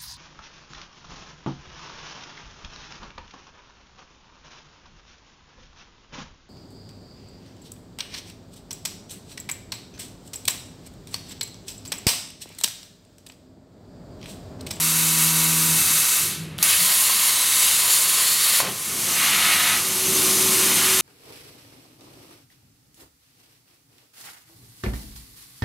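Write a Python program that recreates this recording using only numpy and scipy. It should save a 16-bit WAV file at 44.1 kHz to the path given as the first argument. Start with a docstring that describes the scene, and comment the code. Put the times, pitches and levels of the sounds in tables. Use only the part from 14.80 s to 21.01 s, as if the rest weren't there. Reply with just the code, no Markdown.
"""A plasma cutting table in a workshop, the torch straight ahead of a mono microphone.
Air hisses from the nozzle while a stepper motor hums the torch down to the steel plate. The air stops,
the arc snaps on, pierces the plate, cuts a small hole for two seconds and goes out with a pop.
Cooling air returns and roars across the fresh rim; then the gantry rumbles away with a motor whine."""
import sys
import numpy as np
from scipy import signal
from scipy.fft import rfft, irfft
from scipy.io import wavfile
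from scipy.ndimage import map_coordinates

SR = 44100
rng = np.random.default_rng(int(sys.argv[2]) if len(sys.argv) > 2 else 0)


def output_pcm(signal):
    """Save a mono or channel-first signal as 16-bit PCM at the path in sys.argv[1].

    Samples are clipped to [-1, 1] before scaling.
    """
    pcm = np.clip(np.atleast_2d(signal).T, -1, 1) * 32767
    wavfile.write(sys.argv[1], SR, np.round(pcm).astype(np.int16))


N = 273861
TIME = np.arange(N) / SR
FREQ = np.maximum(np.arange(N // 2 + 1) * SR / N, 1)
PILOT_S, ARC_ON_S, ARC_OFF_S = 1.7875, 1.827, 3.805


def arc():
    """The plasma jet hisses, spits and roars through the slot, stronger while it pierces the plate."""
    # Spectra of the hiss and the roar. Each row: frequency in Hz, relative level in dB.
    hiss_spectrum = [(3000, -9.5), (5600, -8), (6500, -5.5), (7400, -4), (8400, -4), (9050, -1), (10700, 1),
                     (12000, -5), (13500, -2.5), (14700, -15), (15800, -10)]
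    roar_spectrum = [(100, -17.5), (200, -16.5), (550, -13), (850, -9), (1050, -0.5), (1350, -5),
                     (2000, -1), (2800, -0.5), (4200, 0.5), (5500, -2.5), (8000, -13)]
    # The arc flares and sags. Each row: centre and half length in seconds, hiss and roar change in dB.
    flares = [(1.932, 0.027, 0.5, 2), (2.374, 0.026, -2, 1), (2.47, .05, 3, 1), (2.84, 0.2, 1.7, 1.5),
              (3.14, 0.053, 2.5, 1), (3.3, 0.018, 4, -0.5), (3.39, .04, 2, 2), (3.56, .05, -2.5, -1),
              (3.718, 0.085, 1.7, 2.3)]
    piercing = swell(ARC_ON_S, 0.45)
    hiss_db = -21 + 3 * piercing + surges((s, half, db) for s, half, db, _ in flares)
    roar_db = -26.5 + 1.5 * piercing + surges((s, half, db) for s, half, _, db in flares)
    hiss = colour(noise() + undb(-12.5) * spatter(rate=1000, spread_db=2.0), hiss_spectrum)
    hiss *= undb(hiss_db + 0.96 * walk(9)) * gate(ARC_ON_S, ARC_OFF_S, .001, 0.026)
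    roar = colour(noise() + undb(-10.0) * spatter(rate=500, spread_db=2.5), roar_spectrum)
    roar *= undb(roar_db + 0.45 * walk(21)) * gate(ARC_ON_S, ARC_OFF_S, 0.0018, 0.043)
    cut = shimmer(hiss + roar, delay_s=.0016, wander=0.074, echo_db=-21.0) + cavities()
    return cut * undb(0.42 * walk(60))


def spatter(rate, spread_db):
    """Tiny bursts of molten metal, `rate` a second, a few much larger than the rest."""
    size = undb(spread_db * np.minimum(rng.exponential(size=N), 5))
    bursts = rng.random(N) < rate / SR
    return unit(bursts * size * np.sign(noise()))


def shimmer(x, delay_s, wander, echo_db):
    """An echo off the plate through hot, churning gas: its delay wanders, so the hiss phases."""
    lag = SR * delay_s * (1 + wander * walk(5.0))
    echo = map_coordinates(x, [np.arange(N) - lag], order=3)
    return (x + undb(echo_db) * echo) / np.hypot(1, undb(echo_db))


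def cavities():
    """The pit rings until the jet is through; then the gap under the plate and the slot take over."""
    # Slot resonances. Each row: multiple of the lowest, starting width in Hz, level in dB.
    slot_modes = [(1, 280, -33), (1.63, 700, -31), (2.1, 420, -33.5), (2.98, 800, -31)]
    # The lowest sinks and recovers as the torch rounds the hole. Each row: time in seconds, pitch in Hz.
    slot_pitch = [(2.0, 4390), (2.4, 4337), (2.55, 3987), (2.82, 3710), (3.02, 4370), (3.7, 4400)]
    through_s = 1.94
    pit = ring(hz=2620, width=570, db=-24.5) * gate(1.868, through_s, 0.062, 0.026)
    gap = ring(hz=1016, width=80, db=-41.5) * gate(through_s, 3.42, .08, 0.027)
    s, hz = np.transpose(slot_pitch)
    modes = sum(ring(multiple * hz[0], width, db) for multiple, width, db in slot_modes)
    glide = np.interp(TIME, s, hz) / hz[0]
    slot = map_coordinates(modes, [np.cumsum(glide)], order=3, mode="mirror")
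    return pit + gap + slot * gate(through_s, ARC_OFF_S, .08, .019)


def ring(hz, width, db):
    """Turbulence in one cavity resonance, wavering in level."""
    return undb(db + 2 * walk(5.9)) * resonate(noise(), hz, width)


def pilot_arc():
    """A pilot arc swells just before the main arc strikes."""
    spectrum = [(900, -6), (3000, -1), (4100, 1), (5200, -7), (8000, -6), (12500, 1), (15000, -18)]
    growth = undb(np.interp(TIME, [PILOT_S, ARC_ON_S], [-37, -27]))
    return colour(noise(), spectrum) * growth * gate(PILOT_S, ARC_ON_S, .003, 0.011)


def snaps():
    """Each sudden change of the arc gives a short pressure ring and a crack."""
    # Each row: start in seconds, then level in dB, frequency in Hz and decay in seconds
    # for the ring, and the same three for the crack.
    pops = [(1.7818, -23, 9500, .0004, -24, 10000, .0012), (1.787, -13, 3140, 0.00049, -20, 2600, 0.0017),
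            (1.827, -10, 5010, .0002, -8.5, 9500, 0.0069), (2.297, -17, 1050, 0.004, -46, 1100, .008),
            (3.8024, -4, 945, 0.00058, -32, 1995, .004), (3.8044, -9, 1040, 0.0013, -37, 1100, .01),
            (3.8132, -16, 785, 0.0012, -32, 900, .01)]
    out = np.zeros(N)
    for s, ring_db, ring_hz, ring_decay, crack_db, crack_hz, crack_decay in pops:
        tone = np.cos(2 * np.pi * ring_hz * (TIME - s))
        crack = resonate(noise(), crack_hz, width=crack_hz)
        out += undb(ring_db) * tone * gate(s, s, 1 / SR, ring_decay)
        out += undb(crack_db) * crack * gate(s, s, 0.00024, crack_decay)
    return out


def flame_out():
    """The hot gas collapses with a dull puff."""
    puff = colour(noise(), [(90, -8), (140, 2.0), (400, -5.5), (1000, -7.0), (2000, -9), (4000, -10)])
    return undb(-28.5) * puff * gate(ARC_OFF_S, 3.87, 0.032, 0.064)


def approach_air():
    """Air hisses close to the plate until the valve shuts and the hose bleeds empty for ignition."""
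    # The jet near the plate. Each row: frequency in Hz, relative level in dB.
    spectrum = [(290, -35), (500, -17), (603, -23), (917, -19.5), (972, -12), (1440, -7), (1630, -11),
                (2210, -6), (3220, -7.5), (3830, -3.5), (5190, -5.5), (6270, -3), (9390, -0.5), (12500, -3),
                (15800, -12.5)]
    # Its resonances. Each row: frequency and width in Hz, relative level in dB.
    tones = [(1130, 510, -20), (2615, 140, -21), (3850, 160, -24), (6140, 250, -15.5), (9620, 360, -13.5),
             (12700, 620, -11)]
    # The hiss swells slightly. Each row: centre and half length in seconds, rise in dB.
    swells = [(.42, 0.035, 1.9), (1.15, 0.37, 1.25)]
    shut_s, closing_s, bleed_db_per_s = 1.449, .035, 130
    bled_s = closing_s * np.logaddexp(0, (TIME - shut_s) / closing_s)
    flow = undb(-19.5 + surges(swells) - bleed_db_per_s * bled_s)
    full = jet(spectrum, tones, flutter_db=0.58)
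    # a slower jet is duller
    slow = colour(full, [(500, -2), (4200, 7), (6500, -0.5), (12500, -3), (14000, -9), (16000, -10)])
    pressure = np.clip(flow / undb(-24), 0, 1)
    return (pressure * full + (1 - pressure) * slow * undb(2.5)) * flow * (TIME < PILOT_S)


def cooling_air():
    """Air hisses after the cut; the plate holds its level down until the torch lifts."""
    # The jet of the lifted nozzle. Each row: frequency in Hz, relative level in dB.
    spectrum = [(290, -51), (500, -12), (569, -11), (891, -11), (1060, -7), (1890, -8), (2210, -3),
                (4180, -2), (6270, -0.5), (7350, -0.5), (10400, 1), (12700, 0), (15800, -12.5)]
    # Its resonances. Each row: frequency and width in Hz, relative level in dB.
    tones = [(1070, 260, -17.5), (6300, 420, -14), (9050, 190, -13.5), (10300, 360, -13.5)]
    # The hiss dips just beside the hole. Each row: centre and half length in seconds, change in dB.
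    beside_hole = [(5.07, .13, -2.5)]
    clear_s, lifting_s = 5.42, 0.16
    near_plate = np.clip((clear_s - TIME) / lifting_s, 0, 1)
    level_db = -18.5 - 2 * near_plate + surges(beside_hole)
    return jet(spectrum, tones, flutter_db=0.5) * cooling_flow() * undb(level_db)


def edge_roar():
    """The cooling jet breaks up on each rim that it crosses, and only faintly on the flat plate."""
    # The roar at a rim. Each row: frequency in Hz, relative level in dB.
    spectrum = [(400, -46), (750, -6.5), (1200, -4.5), (2200, 2.5), (2900, -1.5), (4200, -2), (5500, -14),
                (9000, -35)]
    # Its resonances. Each row: frequency and width in Hz, relative level in dB.
    tones = [(1273, 22, -14), (1660, 13, -16.5), (2260, 670, -20), (2874, 180, -11)]
    # The jet crosses a cut edge. Each row: start and stop in seconds, level at full flow in dB.
    crossings = [(4.213, 4.925, -23), (5.66, 6.21, -29.5)]
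    rims = sum(undb(db) * gate(start, stop, rise=0.32, fall=0.048) for start, stop, db in crossings)
    flat_plate = undb(-39.5)
    return jet(spectrum, tones, flutter_db=1.2) * cooling_flow() * (rims + flat_plate)


def cooling_flow():
    """The air returns when the arc goes out and builds up to full flow."""
    full_s, build_db_per_s = 4.395, 20
    return undb(-build_db_per_s * np.maximum(full_s - TIME, 0)) * gate(ARC_OFF_S, np.inf, .033, 1)


def jet(spectrum, tones, flutter_db):
    """Turbulent air with its narrow resonances; the whole jet flutters."""
    air = colour(noise(), spectrum)
    air += sum(undb(db) * resonate(noise(), hz, width) for hz, width, db in tones)
    return unit(air) * undb(flutter_db * walk(21))


def lift_motor():
    """A stepper hums at multiples of its step rate, swells as it lowers the torch, then runs out."""
    # Each row: multiple of the step rate, relative level in dB.
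    harmonics = [(1, -22), (2, 0), (3, -11.5), (4, -13), (5, -24.5), (6, -21.5), (10, -24), (12, -12.5),
                 (14, -16)]
    step_hz, full_s, swell_db_per_s = 80.65, 0.63, 5.5
    phase = 2 * np.pi * np.cumsum(step_hz * (1 + 0.00093 * walk(6.8))) / SR
    hum = sum(undb(db + .5 * walk(6.6)) * np.sin(round(k) * phase + rng.uniform(0, 2 * np.pi))
              for k, db in harmonics)
    level_db = -30 - swell_db_per_s * np.maximum(full_s - TIME, 0)
    return np.sqrt(2) * hum * undb(level_db) * gate(0, 0.92, rise=1 / SR, fall=.11)


def travel_motor():
    """A stepper whines at its step rate as it carries the torch away, fading in and holding."""
    # The whine dips briefly. Each row: centre and half length in seconds, change in dB.
    dips = [(5.95, 0.074, -8)]
    step_hz = 378
    whine = np.sin(2 * np.pi * np.cumsum(step_hz * (1 + .002 * walk(11))) / SR)
    level_db = -33 + surges(dips) + 0.88 * walk(16)
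    return np.sqrt(2) * whine * undb(level_db) * gate(4.9, np.inf, rise=.48, fall=1)


def frame_booms():
    """The frame booms with a wavering pitch at each short height correction."""
    # Each row: start and stop in seconds, pitch in Hz, level in dB.
    booms = [(.82, 1.25, 156, -41.5), (1.547, 1.78, 157, -34.5), (1.97, 2.03, 181, -36)]
    wavering_s = np.cumsum(1 + 0.0184 * walk(16)) / SR
    frame = sum(undb(db) * np.sin(2 * np.pi * hz * wavering_s) * gate(start, stop, 0.051, 0.03)
                for start, stop, hz, db in booms)
    return frame * undb(1.2 * walk(14))


def rumble():
    """The table rumbles faintly at rest; each move of the gantry adds its power."""
    # The table's low and upper body. Each row: frequency in Hz, relative level in dB.
    low_body = [(30, -20), (55, -21), (80, -7.5), (102, -1.5), (128, -8.5), (160, 1), (200, -9), (280, -33)]
    upper_body = [(120, -31), (195, 5), (240, -1), (300, 0.5), (370, -0.5), (450, -6), (600, -17),
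                  (1050, -17), (1500, -25)]
    # Gantry moves. Each row: start and stop in seconds, low and upper body level in dB.
    moves = [(0.837, 1.08, -43.5, -44), (1.376, 1.78, -40, -45.5), (4.05, 6.21, -45.5, -41.5),
             (5.23, 6.0, -42.5, -34.5)]
    low, upper = undb(-53), undb(-52)
    for start, stop, low_db, upper_db in moves:
        moving = gate(start, stop, rise=0.045, fall=0.16)
        low = np.hypot(low, undb(low_db) * moving)
        upper = np.hypot(upper, undb(upper_db) * moving)
    return low * colour(noise(), low_body) + upper * colour(noise(), upper_body)


def workshop(x, near_db, near_decay, hall_db, hall_t60):
    """Quick reflections off plate and gantry change as the torch travels; the hall adds a duller tail."""
    travelled = np.pi / 2 * np.clip((TIME - ARC_ON_S) / (TIME[-1] - ARC_ON_S), 0, 1)
    near = sum(share(travelled) * reflect(x, 0.00091, near_decay, top_hz=14600)
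               for share in (np.cos, np.sin))
    hall = reflect(x, 0.0092, hall_t60 / np.log(1000), top_hz=5000)
    return (x + undb(near_db) * near + undb(hall_db) * hall) / np.hypot(1, undb(near_db))


def reflect(x, delay, decay, top_hz):
    """A dense train of fading echoes, dulled above top_hz."""
    echoes = (noise() * gate(delay, delay, delay / 2, decay))[:SR]
    echoes = signal.lfilter(*signal.butter(1, top_hz, fs=SR), echoes / np.linalg.norm(echoes))
    return signal.fftconvolve(x, echoes)[:N]


def room_tone():
    """The faint, steady noise of the workshop behind the machine."""
    # Each row: frequency in Hz, relative level in dB.
    spectrum = [(45, -12), (100, -4), (400, 5), (700, -2), (2700, 2), (4200, -6), (6000, -13), (12000, -24),
                (15000, -32)]
    return undb(-46.0) * colour(noise(), spectrum)


def undb(db):
    """Decibels to gain."""
    return 10 ** (np.asarray(db) / 20)


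def unit(x):
    """Scale to rms 1."""
    return x / np.std(x)


def noise():
    """White turbulence."""
    return rng.standard_normal(N)


def gate(start, stop, rise, fall):
    """Opens at start, dies away after stop; all in seconds."""
    return np.clip((TIME - start) / rise, 0, 1) * np.exp(-np.maximum(TIME - stop, 0) / fall)


def swell(s, half_length):
    """A smooth bump of height 1 around s seconds."""
    return np.exp(-((TIME - s) / half_length) ** 2)


def surges(table):
    """The dB curve of a list of smooth rises and dips."""
    return sum(db * swell(s, half_length) for s, half_length, db in table)


def walk(hz):
    """A smooth random drift with spread 1, mostly slower than hz."""
    return unit(irfft(rfft(noise()) / (1 + (FREQ / hz) ** 2), N))


def colour(x, points):
    """Shape x by a (Hz, dB) spectrum that falls away beyond its ends; rms 1."""
    hz, db = np.transpose(points)
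    ends = np.minimum(FREQ / hz[0], 1) ** 2 * np.minimum(hz[-1] / FREQ, 1) ** 2
    return unit(irfft(rfft(x) * ends * undb(np.interp(np.log(FREQ), np.log(hz), db)), N))


def resonate(x, hz, width):
    """One resonance, its width in Hz; rms 1."""
    return unit(signal.lfilter(*signal.iirpeak(hz, hz / width, fs=SR), x))


def scene():
    """Torch and machine straight ahead, the same in both channels."""
    torch = approach_air() + cooling_air() + edge_roar() + arc() + pilot_arc() + snaps() + flame_out()
    torch = workshop(torch, near_db=-8.0, near_decay=0.0087, hall_db=-9, hall_t60=0.28)
    mono = torch + lift_motor() + travel_motor() + frame_booms() + rumble() + room_tone()
    return np.array([mono, mono])


def record(dry):
    """The microphone has a shallow dip at 5.4 kHz; the top is cut steeply."""
    top_hz = 15850
    dip = 0.17 * signal.lfilter(*signal.iirpeak(5400, 7, fs=SR), dry)
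    return signal.sosfilt(signal.ellip(12, .1, 80, top_hz, fs=SR, output="sos"), dry - dip)


dry = scene()
out = record(dry)
output_pcm(out)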